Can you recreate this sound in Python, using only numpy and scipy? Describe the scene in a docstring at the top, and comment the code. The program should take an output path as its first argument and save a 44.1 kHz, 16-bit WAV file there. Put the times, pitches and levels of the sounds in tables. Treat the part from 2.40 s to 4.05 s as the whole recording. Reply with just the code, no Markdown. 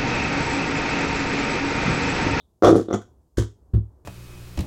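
"""A plastic squeeze bottle of thick sauce sputters upside down over a bowl in a small kitchen.
Air bursts through the sauce in the nozzle as wet pops with a fizzing spray. Then the bottle is jerked
down twice and the sauce drops into the neck: first with a sharp spit, then with only a dull thud.
Bottle and room ring briefly over a faint bed of rumble and hiss."""
import sys
import numpy as np
from scipy import signal
from scipy.fft import rfft, irfft
from scipy.io import wavfile
from scipy.ndimage import uniform_filter1d, minimum_filter1d

SR = 44100
rng = np.random.default_rng(int(sys.argv[2]) if len(sys.argv) > 2 else 0)


def inscribe(sig):
    """Save sig as 16-bit PCM at rate SR to the path in sys.argv[1].

    A 1-D sig is mono; a 2-D sig holds one channel per row.
    Samples are clipped to [-1, 1] before scaling.
    """
    pcm = np.round(np.clip(np.atleast_2d(sig).T, -1, 1) * 32767)
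    wavfile.write(sys.argv[1], SR, pcm.astype(np.int16))


N = 72765
THUD_CYCLES = 0.53  # cycles a thud or a puff takes to swell


def pops():
    """Each air pocket bursts with a pop and a low puff; its tearing film rings the nozzle and spits."""
    # bursting air pockets (time [s], level [dB], pitch [Hz], snap and spit offset [dB])
    pockets = [(0.223, -10.5, 380, -1.5), (0.2329, -0.5, 444, 3), (0.245, -14.5, 570, 11.5),
               (.2532, -2.5, 477, 3), (.2595, -12.5, 505, 3), (0.2695, -1, 402, 3.5), (.2780, -20, 420, 3),
               (0.283, -8, 399.5, -3.5), (.2908, -7.5, 365, 0), (0.2967, -4.5, 370, -18),
               (.3092, -7.5, 380, -14), (0.327, -4.5, 345, -13.5), (.3440, -24, 380, 4),
               (0.3542, -8, 370, -8), (0.358, -15, 340, -11.5), (0.3649, -8.5, 348, -16),
               (.3800, -17, 330, -5), (0.3957, -14, 347, -13), (0.4845, -21, 368, -8.5),
               (.5040, -26.5, 628, 0.5), (0.5091, -17.5, 396.7, -1.5), (0.528, -16.5, 370, -2),
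               (0.5383, -16, 300, -0.5), (0.544, -16.5, 356, 1.5), (0.548, -23, 278, -16),
               (0.5739, -40, 300, -31), (0.981, -13.5, 356, -22)]
    # resonances of nozzle and cap (frequency [Hz], gain [dB])
    nozzle_eq = [(250, -28), (520, -6), (740, 2), (950, -2), (1170, -1), (1400, 0.5), (1650, -11.5),
                 (2000, -19.5), (2500, -40), (3400, -24), (4500, -37.5), (9000, -56.5)]
    # narrow rings of the cap (frequency [Hz], width [Hz], gain [dB])
    cap_modes = [(1157.3, 22, 7), (1275, 29, -3), (719.6, 22, 2.5)]
    # tone of the spray each pop throws (frequency [Hz], relative level [dB])
    spit_eq = [(300, -18.5), (1000, -2.5), (2000, 3), (2600, -3.5), (3400, -2), (4500, -5.5), (6000, -2),
               (8000, -16.5), (16000, -29)]
    pitch_scatter = 0.0063
    puff_db, puff_hz = -25.5, 91.1
    snap_db, snap_delay_s = 23.5, 0.0012
    spit_db, spit_decay_s = -27, 0.0055
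    body, snaps, spit_hits = np.zeros((3, N))
    for t, db, hz, offset_db in pockets:
        pitch = hz * (1 + pitch_scatter * rng.standard_normal())
        body += undb(db) * blip(t, pitch, cycles=0.74)
        body += undb(db + puff_db) * blip(t, puff_hz, THUD_CYCLES)
        tear = int((t + snap_delay_s) * SR)
        snaps[tear] += undb(db + offset_db + snap_db)
        spit_hits[tear] += undb(db + offset_db + spit_db)
    spit_envelope = signal.lfilter([1], [1, -np.exp(-1 / (spit_decay_s * SR))], spit_hits)
    spit = spit_envelope * unit(colour(crackle(), spit_eq))
    nozzle = colour(snaps, nozzle_eq)
    cap = sum(undb(db) * resonate(nozzle, hz, width) for hz, width, db in cap_modes)
    return body + nozzle + spit + cap


def thuds():
    """Sauce slides down the plastic wall and lands softly in the neck of the bottle."""
    # the slug of sauce landing (time [s], level [dB], pitch [Hz])
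    landings = [(.533, -30.5, 101), (0.973, -22, 66), (0.993, -21, 115.4), (1.335, -19, 75),
                (1.339, -27, 200), (1.353, -16, 95), (1.364, -33, 240)]
    # sauce shifting along the wall (time [s], rise [s], hold [s], decay constant [s], level [dB])
    slides = [(.978, 0.006, 0.027, .02, -36), (1.332, 0.0053, 0.029, 0.01464, -34)]
    # dark tone of the slosh (frequency [Hz], relative level [dB])
    slosh_eq = [(60, -16), (170, 3), (380, -4), (560, -24), (1000, -26.5), (1500, -30), (2200, -39.5),
                (3500, -37.5), (5500, -49.5), (16000, -51)]
    slosh = envelope(slides) * unit(colour(crackle(), slosh_eq))
    return slosh + sum(undb(db) * blip(t, hz, THUD_CYCLES) for t, db, hz in landings)


def spray():
    """The nozzle throws broad spurts, and air leaking through gaps in the sauce adds a thin fizz."""
    # spurts of spray (time [s], rise [s], hold [s], decay constant [s], level [dB])
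    spurts = [(.221, .03, 0.037, 0.032, -36.5), (.352, 0.006, 0.022, 0.035, -46),
              (.524, 0.02, 0.0025, .012, -47), (.605, 0.012, .012, .008, -62),
              (.9705, 0.0031, 0.012, 0.024, -32.5)]
    # bright tone of the spurts (frequency [Hz], relative level [dB])
    spray_eq = [(300, -10), (900, 0.5), (1500, 7), (2400, -8.5), (3400, 2), (4400, -4), (5800, -0.5),
                (7000, 0.5), (8200, -6.5), (9200, -7), (11500, -15), (16000, -19)]
    # air leaks (time [s], rise [s], hold [s], decay constant [s], level [dB], pitch [Hz])
    leaks = [(0., 0.00087, 0.009, 0.01, -64, 3600), (0.246, .001, .007, .005, -26, 3340),
             (0.266, .001, .008, .022, -32.5, 3540), (0.265, .001, 0.0066, .015, -39.5, 5720),
             (.354, .008, 0.0041, 0.0064, -45.5, 9600), (0.481, 0.0025, .035, 0.01, -54.5, 3480),
             (0.516, 0.012, .005, 0.01, -44, 1980), (0.529, .008, 0.0083, 0.014, -43, 6790),
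             (0.609, 0.0071, 0.0055, 0.008, -50.5, 1490), (0.53, 0.0028, .006, 0.021, -41.5, 3344),
             (0.528, 0.0023, 0.003, 0.015, -40, 5980), (0.969, 0.0033, .012, .02, -43, 1733)]
    leak_q = 9.7  # of each of the two band-passes
    out = envelope(spurts) * unit(colour(crackle(), spray_eq))
    droplets = crackle()
    for *shape, hz in leaks:
        fizz = resonate(resonate(droplets, hz, hz / leak_q), hz, hz / leak_q)
        out += envelope([shape]) * unit(fizz)
    return out


def crackle():
    """Wet texture: tiny droplets tear off in an uneven stream of air."""
    drops_per_s, drop_spread_db, air_gain = 4400, 1.5, 0.5
    sputter_per_s, sputter_db = 220, 3.5
    drops = (rng.random(N) < drops_per_s / SR) * rng.standard_normal(N)
    drops *= undb(-drop_spread_db * rng.standard_normal(N))
    sputter = np.interp(since(0) * sputter_per_s, np.arange(N), rng.standard_normal(N))
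    air = air_gain * rng.standard_normal(N)
    return unit((unit(drops) + air) * undb(sputter_db * sputter))


def hollow(x):
    """The bottle and the space round it ring on, low and hollow, after each push."""
    # hollow resonances (frequency [Hz], t60 [s], gain [dB])
    modes = [(64.6, 0.25, 10), (104.1, .22, 17.5), (206.7, 0.16, 10.5), (253.2, .2, 2.5), (330.4, 0.11, 9),
             (411.7, 0.38, -3), (446.4, 0.14, -4), (515, 0.17, 2.5), (563.3, 0.1, 6)]
    return sum(undb(db) * resonate(x, hz, np.log(1000) / np.pi / t60) for hz, t60, db in modes)


def kitchen(x):
    """Counter and walls throw back a short, dense echo."""
    # reverb bands (low edge [Hz], high edge [Hz], t60 [s], gain [dB])
    bands = [(130, 900, 0.19, -1), (900, 2500, 0.18, -5.5), (2500, 8800, .25, -5.5),
             (8000, 16000, .2, -13.5)]
    predelay_s = 0.0017
    t = since(predelay_s)[:SR // 2]
    response = np.zeros(len(t))
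    for lo_hz, hi_hz, t60, db in bands:
        fade = (t > 0) * np.exp(-np.log(1000) * t / t60)
        bandpass = signal.butter(3, [lo_hz, hi_hz], "band", fs=SR, output="sos")
        noise = signal.sosfilt(bandpass, rng.standard_normal(len(t)))
        response += undb(db) * noise * fade / np.sqrt(np.sum(fade ** 2))
    return through(x, response)


def background():
    """Room tone: a faint kitchen rumble swells and sinks under a steady hiss."""
    # tone of the rumble (frequency [Hz], relative level [dB])
    rumble_eq = [(25, -16.5), (60, 10), (110, -3.5), (170, -9.5), (350, -9.5), (550, -17), (1000, -23),
                 (1600, -38), (3000, -57.5), (16000, -64)]
    # fader ride of the rumble (time [s], level [dB])
    rumble_ride = [(0, -60.5), (.2, -65), (.7, -53), (.92, -64), (1.25, -56), (1.65, -53.5)]
    # tone of the hiss (frequency [Hz], relative level [dB])
    hiss_eq = [(1000, -16.5), (3000, -8.5), (7000, -3), (11000, -5.5), (16000, -7.5)]
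    hiss_db = -82.5
    rumble_db = np.interp(since(0), *np.array(rumble_ride).T)
    rumble = undb(rumble_db) * unit(colour(rng.standard_normal(N), rumble_eq))
    return rumble + undb(hiss_db) * unit(colour(rng.standard_normal(N), hiss_eq))


def blip(start, hz, cycles):
    """A heavily damped tone that swells for the given cycles and dies."""
    out = np.zeros(N)
    onset = int(start * SR)
    i = np.arange(onset + 1, min(onset + SR // 10, N))
    turns = (i / SR - start) * hz
    out[i] = (turns / cycles * np.exp(1 - turns / cycles)) ** 2 * np.sin(2 * np.pi * turns)
    return out


def envelope(events):
    """Sum of rise, hold and decay shapes, one for each event."""
    return sum(undb(db) * np.minimum(since(t) / rise, 1) ** 2 * np.exp(-since(t + rise + hold) / decay)
               for t, rise, hold, decay, db in events)


def colour(x, points):
    """Minimum-phase EQ through (frequency [Hz], gain [dB]) points."""
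    hz, db = np.array(points, float).T
    f = np.maximum(np.fft.rfftfreq(8192, 1 / SR), 1)
    gain = undb(np.interp(np.log(f), np.log(hz), db))
    cepstrum = irfft(np.log(gain))
    cepstrum[1:] *= 2  # fold onto positive time, so nothing rings ahead of a hit
    cepstrum[len(f):] = 0
    return through(x, irfft(np.exp(rfft(cepstrum))))


def resonate(x, hz, width_hz):
    """Band-pass with gain 1 at the centre."""
    return signal.lfilter(*signal.iirpeak(hz, hz / width_hz, fs=SR), x)


def through(x, response):
    """Pass a sound through an impulse response."""
    return signal.fftconvolve(x, response)[:N]


def since(start):
    """Seconds since start, zero before it."""
    return np.maximum(np.arange(N) / SR - start, 0)


def undb(db):
    """Decibels to gain."""
    return 10 ** (np.asarray(db) / 20)


def unit(x):
    """Scale to rms 1."""
    return x / np.sqrt(np.mean(x ** 2))


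def scene():
    """Mono mix of the bottle, its hollow ring, the kitchen echo and the room tone."""
    bottle = pops() + thuds() + spray()
    return (bottle + hollow(bottle) + kitchen(bottle) + background())[None]


def record(dry):
    """A fast limiter holds down the loudest peaks, and a steep low-pass trims the top."""
    ceiling, window_s, top_hz = 0.97, 0.004, 15900
    window = int(window_s * SR)
    needed_gain = ceiling / np.maximum(np.abs(dry), ceiling)
    gain = uniform_filter1d(minimum_filter1d(needed_gain, window), window)
    lowpass = signal.ellip(8, 0.2, 70, top_hz, fs=SR, output="sos")
    return signal.sosfilt(lowpass, dry * gain)


dry = scene()
out = record(dry)
inscribe(out)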